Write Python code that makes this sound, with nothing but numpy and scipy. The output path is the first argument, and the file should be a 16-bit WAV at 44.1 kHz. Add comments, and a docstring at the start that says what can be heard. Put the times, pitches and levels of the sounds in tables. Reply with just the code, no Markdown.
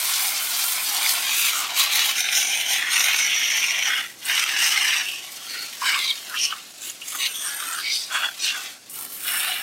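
"""Outdoors, close by: a hose wand sprays the underside of a car.
The jet breaks into slugs and drops: bursts of noise that drum on one part after another, each with
its own hollow ring. Echo paths between floor, tyre and ground open and close as the wand moves.
Heavy slugs slap hollow parts, panels thrum, stray spray patters all round over a low outdoor rumble."""
import sys
import numpy as np
from scipy import signal
from scipy.fft import rfft, irfft, next_fast_len
from scipy.io import wavfile
from scipy.ndimage import uniform_filter1d

SR = 44100
rng = np.random.default_rng(int(sys.argv[2]) if len(sys.argv) > 2 else 0)


def wrap_up_sound(samples):
    """Save the sound to the file named by the first command line argument, as 16-bit audio."""
    columns = np.atleast_2d(samples).T
    # keep every value between -1 and 1, then stretch to whole-number steps
    tamed = np.clip(columns, -1, 1)
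    steps = np.round(tamed * 32767).astype(np.int16)
    wavfile.write(sys.argv[1], SR, steps)


N = 424241
TIME = np.arange(N) / SR  # seconds
PADDED = next_fast_len(N + SR // 10)
BINS_HZ = np.maximum(np.fft.rfftfreq(PADDED, 1 / SR), 1)


def from_db(db):
    """Decibels to gain."""
    return 10 ** (np.asarray(db) / 20)


def rms_one(x):
    """Scale to unit power."""
    return x / np.sqrt(np.mean(x ** 2) + 1e-20)


def over_time(table):
    """Join the points of a table (seconds, value) with straight lines."""
    return np.interp(TIME, *np.transpose(table))


def drift(rate):
    """Smooth random wandering of spread 1 that changes about `rate` times a second."""
    # computed at every 40th sample, then joined by straight lines
    r = np.exp(-80 * np.pi * rate / SR)
    noise = rng.standard_normal(N // 40 + 3002)
    slow = signal.lfilter([1], [1, -2 * r, r * r], noise)[3000:]  # skip the filter's start
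    return np.interp(np.arange(N) / 40, np.arange(len(slow)), rms_one(slow))


def resonator(hz, width_hz):
    """Filter coefficients of one resonance with gain 1 on top."""
    r = np.exp(-np.pi * width_hz / SR)
    zeros = np.array([1, 0, -1]) * (1 - r * r) / 2
    poles = [1, -2 * r * np.cos(2 * np.pi * hz / SR), r * r]
    return zeros, poles


def resonate(x, hz, width_hz):
    """Ring one resonance with a sound."""
    return signal.lfilter(*resonator(hz, width_hz), x)


def slow_level(x, window_s):
    """Running rms: dividing by it evens out the slow level and keeps the fast grain."""
    size = int(window_s * SR / 2) + 1
    power = uniform_filter1d(uniform_filter1d(x * x, size), size)
    return np.sqrt(np.abs(power) + 1e-20)


def coloured(x, spectrum):
    """Give a sound the spectrum (Hz, dB), falling away below its lowest point, at unit power."""
    hz, db = np.transpose(spectrum)
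    gain = from_db(np.interp(np.log(BINS_HZ), np.log(hz), db))
    gain = gain * np.minimum(BINS_HZ / hz[0], 1) ** 2
    return rms_one(irfft(rfft(x, PADDED) * gain, PADDED)[:N])


def drops(per_s, spread_db, splat_s):
    """Power of impacts at random moments, mean 1: many small, a few large, each dying away at once."""
    sizes = from_db(spread_db * np.minimum(rng.exponential(1, N), 4))
    hits = rng.random(N) < per_s / SR
    power = signal.lfilter([1], [1, -np.exp(-1 / (splat_s * SR))], sizes ** 2 * hits + 1e-12)
    return power / power.mean()


# How far the jet has broken up, from an even fan of mist to slugs and drops.
# Each row: time in seconds, share from 0 to 1.
BREAKUP = [(0, 0.34), (0.9, 0.47), (1.6, 0.56), (2.3, 0.63), (3.2, 0.66)]


def jet():
    """Power of the jet on the metal: fine drops in a smooth mist, and heavy slugs once it breaks up."""
    broken = over_time(BREAKUP)
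    fine = 1 + from_db(5.0) * drops(per_s=1900, spread_db=7.0, splat_s=0.00077)
    slugs = drops(per_s=260, spread_db=3.0, splat_s=0.0041)
    return 1 + broken * (fine / fine.mean() - 1), 1 + broken * (slugs - 1), broken


def contact(t, start, end, speed):
    """Gain of one pass: it swells as the jet lands, holds, and fades as it slides off; fast is crisp."""
    land_db_per_s, leave_db_per_s = 338, 294  # at speed 1
    early_s, late_s = np.maximum(start - t, 0), np.maximum(t - end, 0)
    return from_db(-speed * (land_db_per_s * early_s + leave_db_per_s * late_s))


# Resonances of the parts under the jet; each is filtered twice, which narrows its ring.
# Each row: pitch in Hz, width of one filter in Hz, level in dB relative to the other rows.
SILL = [(770, 420, -4), (1054, 200, 1), (1403, 310, 2.5), (2240, 760, 1.5), (3030, 2100, -3),
        (4100, 3600, -1.5), (9100, 2600, -4.5), (12500, 22000, -5)]
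SILL_LIP = [(796, 380, -4), (1106, 370, 0.5), (2200, 540, 1.5), (2520, 2700, 5), (4000, 810, 0),
            (6300, 2000, -2.5), (10500, 20000, -6)]
WHEEL_ARCH = [(775, 250, -7.5), (1480, 200, -1), (2230, 1860, 7), (3760, 1000, 1.5), (5870, 1660, 7),
              (9130, 1200, 5.5), (11840, 730, 3.5), (14400, 2000, -7)]
FLOOR_PAN = [(770, 440, -19), (1830, 910, 10), (2830, 320, 2.5), (3360, 300, 6), (5240, 940, -2.5),
             (8500, 3100, -9), (11400, 1200, -10.5)]
CHASSIS = [(790, 370, -10), (1350, 680, 0), (1940, 1100, 6.5), (2870, 640, 4.5), (3900, 1700, 0),
           (5540, 1800, 1.5), (8400, 2000, -6.5), (11900, 6000, -12.5)]
FRAME_RAIL = [(1080, 130, -0.5), (1570, 410, 1.5), (2250, 290, 6), (2930, 450, -3), (3680, 580, -4.5),
              (4850, 990, -3.5), (8000, 1400, -11)]
BRACKET = [(1970, 230, -6), (2680, 560, 6), (4500, 280, 1), (5640, 750, 10), (9000, 950, -4.5),
           (11750, 920, -15)]
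PIPE = [(1190, 180, -2.5), (2170, 480, 2.5), (2810, 350, 5), (4170, 960, 2), (6100, 600, -9),
        (8420, 610, -4)]
SHIELD = [(715, 620, -7.5), (1270, 330, 0.5), (1596, 370, 10.5), (3080, 2600, 0.5), (6450, 6200, -6),
          (8760, 700, 8), (11400, 5800, -2)]
SPRING = [(2240, 230, 5.5), (2880, 870, 0.5), (3750, 390, 10), (4530, 820, 8.5), (4920, 360, 11),
          (5740, 700, 0.5), (8700, 5000, -10.5)]
CROSS_MEMBER = [(690, 400, -8.5), (1200, 300, -0.5), (1480, 380, 7.5), (1690, 110, 2), (2720, 500, 6),
                (3363, 210, 10), (4350, 490, -6), (6900, 5900, -9.5)]
AXLE = [(1690, 830, 8.5), (2690, 500, 17.5), (3560, 240, 7), (3930, 1800, 7), (5130, 2500, -4.5),
        (5900, 450, 3), (7700, 7100, -12.5)]
MUD_FLAP = [(710, 180, -6.5), (1490, 790, -2), (2310, 980, -1.5), (2865, 240, 4.5), (3580, 1300, -5.5),
            (5420, 300, -8), (9400, 2700, -6.5), (13100, 9400, -12)]
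HUB_CAP = [(795, 490, -13.5), (1390, 78, -6), (2120, 660, 5), (2930, 960, 4.5), (4430, 120, -2),
           (5780, 900, 5), (9000, 1500, -9.5), (12000, 1100, -12)]
# Edges that the jet grazes, and the tyre.
# Each row: pitch in Hz, width of one filter in Hz, relative level in dB.
RAIL_END = [(1060, 150, -7), (2180, 210, 8), (3000, 700, -14), (3700, 1000, 2.5), (4640, 600, -0.5),
            (5860, 630, -10), (8500, 4900, -19)]
BOLT = [(3330, 500, 6), (6250, 900, 3), (9100, 1100, -11)]
SHIELD_RIM = [(1380, 550, -2.5), (2650, 2300, 1.5), (7000, 4600, 2.5), (10200, 2000, 1), (13700, 3000, -4)]
CLAMP = [(1300, 440, 3), (2840, 570, -16.5), (5700, 9100, -34)]
SEAM = [(2870, 550, 20), (4500, 1800, 4), (9540, 5400, -27)]
TYRE = [(1430, 200, -4.5), (2020, 1040, -3.5), (4400, 720, 7.5), (7500, 17000, -12)]
# The wet ground under the car.
# Each row: pitch in Hz, width of one filter in Hz, relative level in dB.
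GROUND = [(690, 340, -6.5), (1120, 96, 0.5), (1366, 84, 2), (2220, 3860, 0.5), (4350, 260, -1),
          (5070, 6600, -2.5), (10400, 15000, -5.5)]
# The jet lands on a part, stays and slides off.
# Each row: start in seconds, end in seconds, level in dB before the spray's own level and flares,
# brightness in dB per octave, sweep speed (1 = usual), part.
PASSES = [(0.0, 0.26, -26.5, 1, 0.17, SILL), (0.425, 0.893, -26.5, 1.2, 0.22, SILL),
          (0.947, 1.17, -24, 0.24, 0.24, SILL), (1.28, 1.495, -22.5, 2.5, 0.49, SILL_LIP),
          (1.55, 1.61, -25, 13.5, 0.93, CLAMP), (1.605, 1.725, -33, -6.5, 1.3, SILL_LIP),
          (1.788, 1.845, -21.5, 0.4, 0.73, SILL_LIP), (1.921, 2.099, -21, 1, 0.77, SILL_LIP),
          (2.167, 2.773, -27, -4.5, 0.78, WHEEL_ARCH), (2.785, 2.89, -26.5, -3, 1.9, FLOOR_PAN),
          (2.925, 3.2, -21.6, -2.5, 0.7, WHEEL_ARCH), (3.207, 3.704, -22, 0, 0.74, HUB_CAP),
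          (3.74, 3.88, -25, -3.5, 0.78, HUB_CAP), (3.888, 3.98, -23, -2.5, 0.6, FLOOR_PAN),
          (4.258, 4.33, -32, 6, 3.2, MUD_FLAP), (4.3, 4.43, -22, -1, 0.9, CHASSIS),
          (4.485, 4.662, -24.5, -1, 1.1, CHASSIS), (4.745, 4.98, -21.7, -0.7, 0.53, CHASSIS),
          (5.075, 5.127, -31, -6, 0.5, SEAM), (5.505, 5.64, -32, -4, 0.95, TYRE),
          (5.865, 5.956, -22.5, -0.5, 0.9, FRAME_RAIL), (5.99, 5.996, -27, -6, 2.3, FRAME_RAIL),
          (5.988, 6.115, -24.7, -0.5, 1.3, RAIL_END), (6.307, 6.358, -35, 1, 2.1, CLAMP),
          (6.36, 6.526, -30, -2, 2.1, SEAM), (6.408, 6.452, -21.5, 4, 1.25, BRACKET),
          (6.512, 6.54, -36, 5, 0.9, CLAMP), (6.836, 6.892, -32.5, -0.5, 0.88, SHIELD_RIM),
          (7.076, 7.21, -32, 2.5, 0.85, SHIELD_RIM), (7.156, 7.155, -30.5, -12, 1.7, CLAMP),
          (7.207, 7.267, -25.5, 3.5, 1.7, PIPE), (7.24, 7.248, -21.7, 1, 0.9, PIPE),
          (7.27, 7.435, -34.5, 2, 0.62, SHIELD), (7.35, 7.425, -35.5, -3, 1.3, BOLT),
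          (7.452, 7.792, -31.5, -0.8, 0.9, SHIELD), (7.463, 7.49, -33, 14, 1.8, BRACKET),
          (7.605, 7.778, -34.5, 3.5, 1, CLAMP), (7.8, 7.843, -34.5, 4, 0.75, SPRING),
          (7.86, 7.912, -26.5, -19, 1.4, SPRING), (7.91, 7.97, -25, 6.5, 1.5, SPRING),
          (7.977, 8.004, -29.5, 8, 0.46, SPRING), (8.126, 8.18, -24.7, -1, 2.2, CROSS_MEMBER),
          (8.14, 8.183, -29.5, -7, 1.3, FRAME_RAIL), (8.227, 8.262, -24.3, -2, 1.2, CROSS_MEMBER),
          (8.43, 8.45, -27, 15, 0.9, AXLE), (8.462, 8.492, -24, 3, 0.9, AXLE),
          (8.552, 8.58, -33, -2, 0.52, CROSS_MEMBER), (8.915, 9.05, -34.5, 10, 2.2, MUD_FLAP),
          (8.98, 9.045, -43, -5, 1.1, SILL), (9.13, 9.254, -35, 16, 0.41, MUD_FLAP),
          (9.278, 9.404, -24.5, 3.3, 0.69, MUD_FLAP), (9.437, 9.515, -25, -1, 0.41, MUD_FLAP),
          (9.56, 9.627, -32, 0, 0.77, MUD_FLAP)]
# Water that misses the car and washes the ground; the thrum and patter follow it too.
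# Each row: time in seconds, level in dB before the spray's own level and flares.
WASH = [(0, -34), (4.0, -34.5), (4.15, -49.5), (4.235, -40), (4.28, -30.5), (5.3, -38), (6.3, -36.5),
        (6.6, -42), (6.73, -45.5), (7.0, -45), (7.12, -42), (8.28, -38.5), (8.36, -42), (8.44, -35),
        (8.68, -34.5), (8.79, -53), (8.88, -53), (9.0, -43.5), (9.62, -46)]
TILT_PIVOT_HZ = 2840  # brightness and treble lag count octaves from here
# per octave: the fringe of the jet only drums, so the treble comes later and goes sooner
TREBLE_LAG_S = 0.0015


def underbody(fine, slugs, broken, slug_corner_hz, slap_db, flicker_db, flickers_per_s,
              clump_db, clumps_per_s):
    """The jet slides over parts and wet ground; slugs drive the low rings, fine drops the high ones."""
    out = np.zeros(N)
    # each resonance swells and sinks as the jet wanders, and flutters as clumps of drops reach it
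    flickers = []
    for _ in SILL:
        wander_db = flicker_db * drift(flickers_per_s)
        flutter_db = clump_db * broken * drift(clumps_per_s)
        flickers.append(from_db(wander_db + flutter_db))
    # the bare slap of water on water has no pitch
    bare = from_db(slap_db) * np.sqrt(fine) * rng.standard_normal(N)
    # passes that follow one another get unrelated turbulence
    turbulence = rng.standard_normal(size=(3, len(SILL), N))

    def rings(part, tilt, on, noises, slug_share=1):
        """One band of sound for each resonance of a part."""
        for noise, flicker, (hz, width, db) in zip(noises, flickers, part):
            heavy = slug_share * slug_corner_hz / (slug_corner_hz + hz)
            power = heavy * slugs[on] + (1 - heavy) * fine[on]
            blows = noise[on] * flicker[on] * np.sqrt(power)
            ring = resonate(resonate(blows, hz, width), hz, width)
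            yield from_db(db + tilt * np.log2(hz / TILT_PIVOT_HZ)) * ring

    for k, (start, end, db, tilt, speed, part) in enumerate(PASSES):
        on = np.flatnonzero((TIME > start - 0.2) & (TIME < end + 0.3))
        voices = [bare[on], *rings(part, tilt, on, turbulence[k % 2])]
        lags = [0] + [TREBLE_LAG_S * np.log2(hz / TILT_PIVOT_HZ) for hz, *_ in part]
        struck = sum(voice * contact(TIME[on], start + lag, end - lag, speed)
                     for voice, lag in zip(voices, lags))
        out[on] += from_db(db) * struck / slow_level(sum(voices), window_s=0.096)
    # most slugs have broken up by the time they reach the ground
    ground = bare + sum(rings(GROUND, 0, slice(None), turbulence[-1], slug_share=0.6))
    return out + from_db(over_time(WASH)) * ground / slow_level(ground, window_s=0.31)


# The jet backs away from flat metal, twice.
# Each row: time in seconds, spacing of the echo's comb in Hz, echo share from 0 to 1.
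GAP = [(1.0, 3330, 0.03), (1.4, 3330, 0.1), (1.9, 3430, 0), (2.25, 3020, 0.13), (2.6, 3070, 0.4),
       (2.85, 3050, 0.06), (3.3, 3030, 0), (3.9, 3000, 0.14), (4.85, 2830, 0.24), (5.2, 2850, 0.25),
       (6.601, 3600, 0.03), (6.85, 3660, 0.34), (7.08, 3400, 0), (7.33, 3100, 0.66), (7.48, 2920, 0.12),
       (7.62, 2970, 0.17), (7.9, 2800, 0)]


def nozzle_echo(x):
    """One close echo between nozzle and metal: a wider gap delays it and narrows its comb spacing."""
    s, *columns = np.transpose(GAP)
    spacing_hz, share = (np.interp(TIME, s, column) for column in columns)
    echo = np.interp(TIME - 1 / spacing_hz, TIME, x)
    return (x + share * echo) / np.sqrt(1 + share ** 2)


def shifting_echoes(x, focus, nearest_s, farthest_s, echo_db, changes_per_s, sway_s, count=10):
    """Short echoes from floor, tyre and ground comb the sound as their paths stretch, open and close."""
    out, power = x.copy(), 1
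    for lag in np.geomspace(nearest_s, farthest_s, count):
        delay = lag + sway_s * drift(rate=0.7)
        # a wide fan of mist has little focus and blurs the echoes
        gain = focus * from_db(echo_db) * drift(changes_per_s)
        out += gain * np.interp(TIME - delay, TIME, x)
        power = power + gain ** 2
    return out / np.sqrt(power)  # keeps the power about the same


# Lower edges of drumming, splash, fizz and hiss; the struck sound below the first is left out.
# Each entry: an edge in Hz.
CROSSOVERS_HZ = [560, 1900, 4600, 7600]


def registers(x):
    """Split a sound into four bands that join without a seam, the last open at the top."""
    above = [1 / (1 + (hz / BINS_HZ) ** 12) for hz in CROSSOVERS_HZ] + [0]
    spectrum = rfft(x, PADDED)
    return [irfft(spectrum * (low - high), PADDED)[:N] for low, high in zip(above, above[1:])]


# The jet meets the metal squarely and bursts into a brighter spray.
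# Each row: middle in seconds, length in seconds, boost in dB before the shares below.
FLARES = [(0.193, 0.53, 4), (0.653, 0.27, 3.5), (1.092, 0.14, 4), (1.454, 0.15, 3), (1.798, 0.13, 4.7),
          (1.98, 0.079, 3.5), (2.199, 0.091, 6), (2.38, 0.16, 10.5), (2.54, 0.2, 5), (2.725, 0.14, 9),
          (3, 0.26, 3), (4.67, 0.2, 8.5), (5.87, 0.15, 4.5)]
# How much of that boost reaches each register, from low to high.
# Each entry: a share of the dB, for drumming, splash, fizz, hiss.
FLARE_SHARES = [0.35, 0.55, 0.9, 1.05]


def spray(level_db):
    """The struck parts, heard through close echoes; each flare lifts the treble most."""
    fine, slugs, broken = jet()
    struck = underbody(fine, slugs, broken, slug_corner_hz=3150, slap_db=-27.5,
                       flicker_db=2.05, flickers_per_s=9.4, clump_db=1.5, clumps_per_s=39)
    tinted = moving_colour(nozzle_echo(struck))
    heard = shifting_echoes(tinted, broken, nearest_s=0.000699, farthest_s=0.007,
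                            echo_db=-10.0, changes_per_s=3.73, sway_s=0.000157)
    flare_db = sum(db * np.cos(np.pi * np.clip((TIME - middle) / length, -0.5, 0.5))
                   for middle, length, db in FLARES)
    return sum(from_db(level_db + share * flare_db) * register
               for share, register in zip(FLARE_SHARES, registers(heard)))


def panel_thrum(level_db, follow, wash_follow):
    """Heavy panels answer dully at two low pitches, rising with the wash and louder under the jet."""
    on_metal = np.max([contact(TIME, start, end, speed)
                       for start, end, _, _, speed, _ in PASSES], axis=0)
    wash_db = over_time(WASH)
    blows = np.sqrt(drops(per_s=300, spread_db=3.0, splat_s=0.0031)) * rng.standard_normal(N)
    rings = resonate(blows, hz=273.0, width_hz=42) - from_db(-2) * resonate(blows, hz=405, width_hz=120)
    gain = from_db(level_db + wash_follow * (wash_db - wash_db.mean()))
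    return gain * (1 + follow * on_metal) * rms_one(rings)


# Colour of the far patter on the wet ground.
# Each row: pitch in Hz, relative strength in dB per Hz.
PATTER = [(350, -17), (600, -9), (677, -10), (765, -5.5), (900, -11.5), (2600, -9), (5700, -7),
          (10600, -11), (15000, -26)]


def stray_spray(level_db, follow):
    """Water thrown back off the car patters lightly on the ground, rising and falling with the wash."""
    wash_db = over_time(WASH)
    patter = np.sqrt(drops(per_s=720, spread_db=2.0, splat_s=0.0054)) * rng.standard_normal(N)
    return from_db(level_db + follow * (wash_db - wash_db.mean())) * coloured(patter, PATTER)


# Colour of the low outdoor rumble.
# Each row: pitch in Hz, relative strength in dB per Hz.
YARD = [(15, -58), (25, -32), (113, -2), (270, 2), (485, -5), (560, -1), (730, -33), (1230, -120)]
# Its level over time; the swell near 9 s is the hose being handled. 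# Each row: time in seconds, level in dB
# before the trim.
RUMBLE = [(0, -64.5), (3.5, -62.5), (6.7, -65.5), (8.85, -66), (9.0, -60.5), (9.62, -62.5)]


def yard(trim_db):
    """Low rumble of the outdoors, made of coloured noise; near 9 s the hose being handled adds to it."""
    return from_db(over_time(RUMBLE) + trim_db) * coloured(rng.standard_normal(N), YARD)


# Heavy slugs that slap a hollow part.
# Each row: start in seconds, peak in dB before the common level, ring pitch in Hz,
# width of one of two ring filters in Hz, dying time of the splat in seconds.
SLAPS = [(1.061, -12, 2110, 600, 0.003), (1.804, -9, 3900, 900, 0.008), (3.824, -15.5, 2885, 900, 0.005),
         (4.252, -17, 8480, 2500, 0.016), (6.37, -16, 2930, 700, 0.006), (7.727, -21, 7400, 900, 0.01),
         (8.233, -15, 1590, 700, 0.008), (9.343, -17, 1720, 900, 0.005), (2.288, -9, 2230, 1500, 0.0039),
         (4.907, -8.5, 2630, 1200, 0.0047), (5.816, -18, 1060, 130, 0.026),
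         (5.943, -9.5, 2720, 1400, 0.0098), (6.107, -14.5, 3240, 260, 0.01), (6.341, -19, 1660, 400, 0.013),
         (6.524, -18, 1250, 280, 0.0074), (6.898, -20, 6760, 700, 0.0037), (7.016, -24.5, 2820, 450, 0.013),
         (7.259, -12.5, 3230, 2000, 0.0038), (7.624, -19, 1520, 500, .004),
         (8.287, -21.5, 1485, 500, 0.0031), (8.897, -25, 9400, 6000, 0.013)]


def slaps(level_db):
    """A heavy slug bursts on the metal as dying noise and rings it briefly."""
    out = np.zeros(N)
    age = np.arange(SR // 5) / SR
    for start, db, hz, width_hz, dying_s in SLAPS:
        splat = rng.standard_normal(len(age)) * np.exp(-age / dying_s)
        burst = resonate(resonate(splat, hz, width_hz), hz, width_hz)
        out[int(start * SR):][:len(age)] += from_db(db + level_db) * burst / np.abs(burst).max()
    return out


def gliding_bands(x, table, width_hz, fade_s, size=256):
    """Lift or hollow one band of a sound for a while; its pitch glides evenly from start to end."""
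    out = x.copy()
    for start, end, from_hz, to_hz, db in table:
        state = np.zeros(2)
        first = max(int((start - fade_s) * SR), 0)
        last = min(int((end + fade_s) * SR), N)
        # short blocks, each with its own pitch
        for i in range(first, last, size):
            t = TIME[i:i + size]
            hz = np.exp(np.interp(t[0], [start, end], np.log([from_hz, to_hz])))
            band, state = signal.lfilter(*resonator(hz, width_hz), out[i:i + size], zi=state)
            present = np.clip(0.5 + np.minimum(t - start, end - t) / fade_s, 0, 1)
            out[i:i + size] += (from_db(db * present) - 1) * band
    return out


# The jet runs along a part and its ring glides.
# Each row: start in seconds, end in seconds, first pitch in Hz, last pitch in Hz, boost in dB.
SWEEPS = [(1.62, 1.76, 1300, 1400, 3), (7.06, 7.17, 6700, 6500, 4.5), (8.39, 8.45, 8000, 8500, 9),
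          (8.41, 8.57, 5200, 1900, 6)]
# An echo from a surface beside the nozzle cancels one band.
# Each row: start in seconds, end in seconds, first pitch in Hz, last pitch in Hz, change in dB.
HOLLOWS = [(1.58, 1.76, 10300, 10000, -12), (1.88, 4.22, 7750, 7950, -5.5), (2.15, 2.44, 760, 1000, -7),
           (2.46, 2.76, 1350, 1450, -5), (2.45, 4.2, 4700, 5000, -4.5), (7.05, 7.27, 6000, 5400, -10)]


def moving_colour(x):
    """The wet patch rings at a gliding pitch as the jet sweeps; close echoes cancel other bands."""
    swept = gliding_bands(x, SWEEPS, width_hz=420, fade_s=0.03)
    return gliding_bands(swept, HOLLOWS, width_hz=560, fade_s=0.06)


def scene():
    """Spray, slaps, thrum and patter over the background."""
    on_car = spray(level_db=0.87) + slaps(level_db=-1.0)
    on_car = on_car + panel_thrum(level_db=-64.5, follow=1.0, wash_follow=0.25)
    around = stray_spray(level_db=-44.5, follow=0.22) + yard(trim_db=4.6)
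    return (on_car + around)[None]


def record(dry):
    """The microphone has a narrow hollow in the treble; the top is cut steeply."""
    cutoff_hz = 15800
    heard = dry - 0.54 * resonate(dry, hz=10400, width_hz=730)
    return signal.sosfilt(signal.ellip(12, 0.1, 80, cutoff_hz, fs=SR, output="sos"), heard)


dry = scene()
out = record(dry)
wrap_up_sound(out)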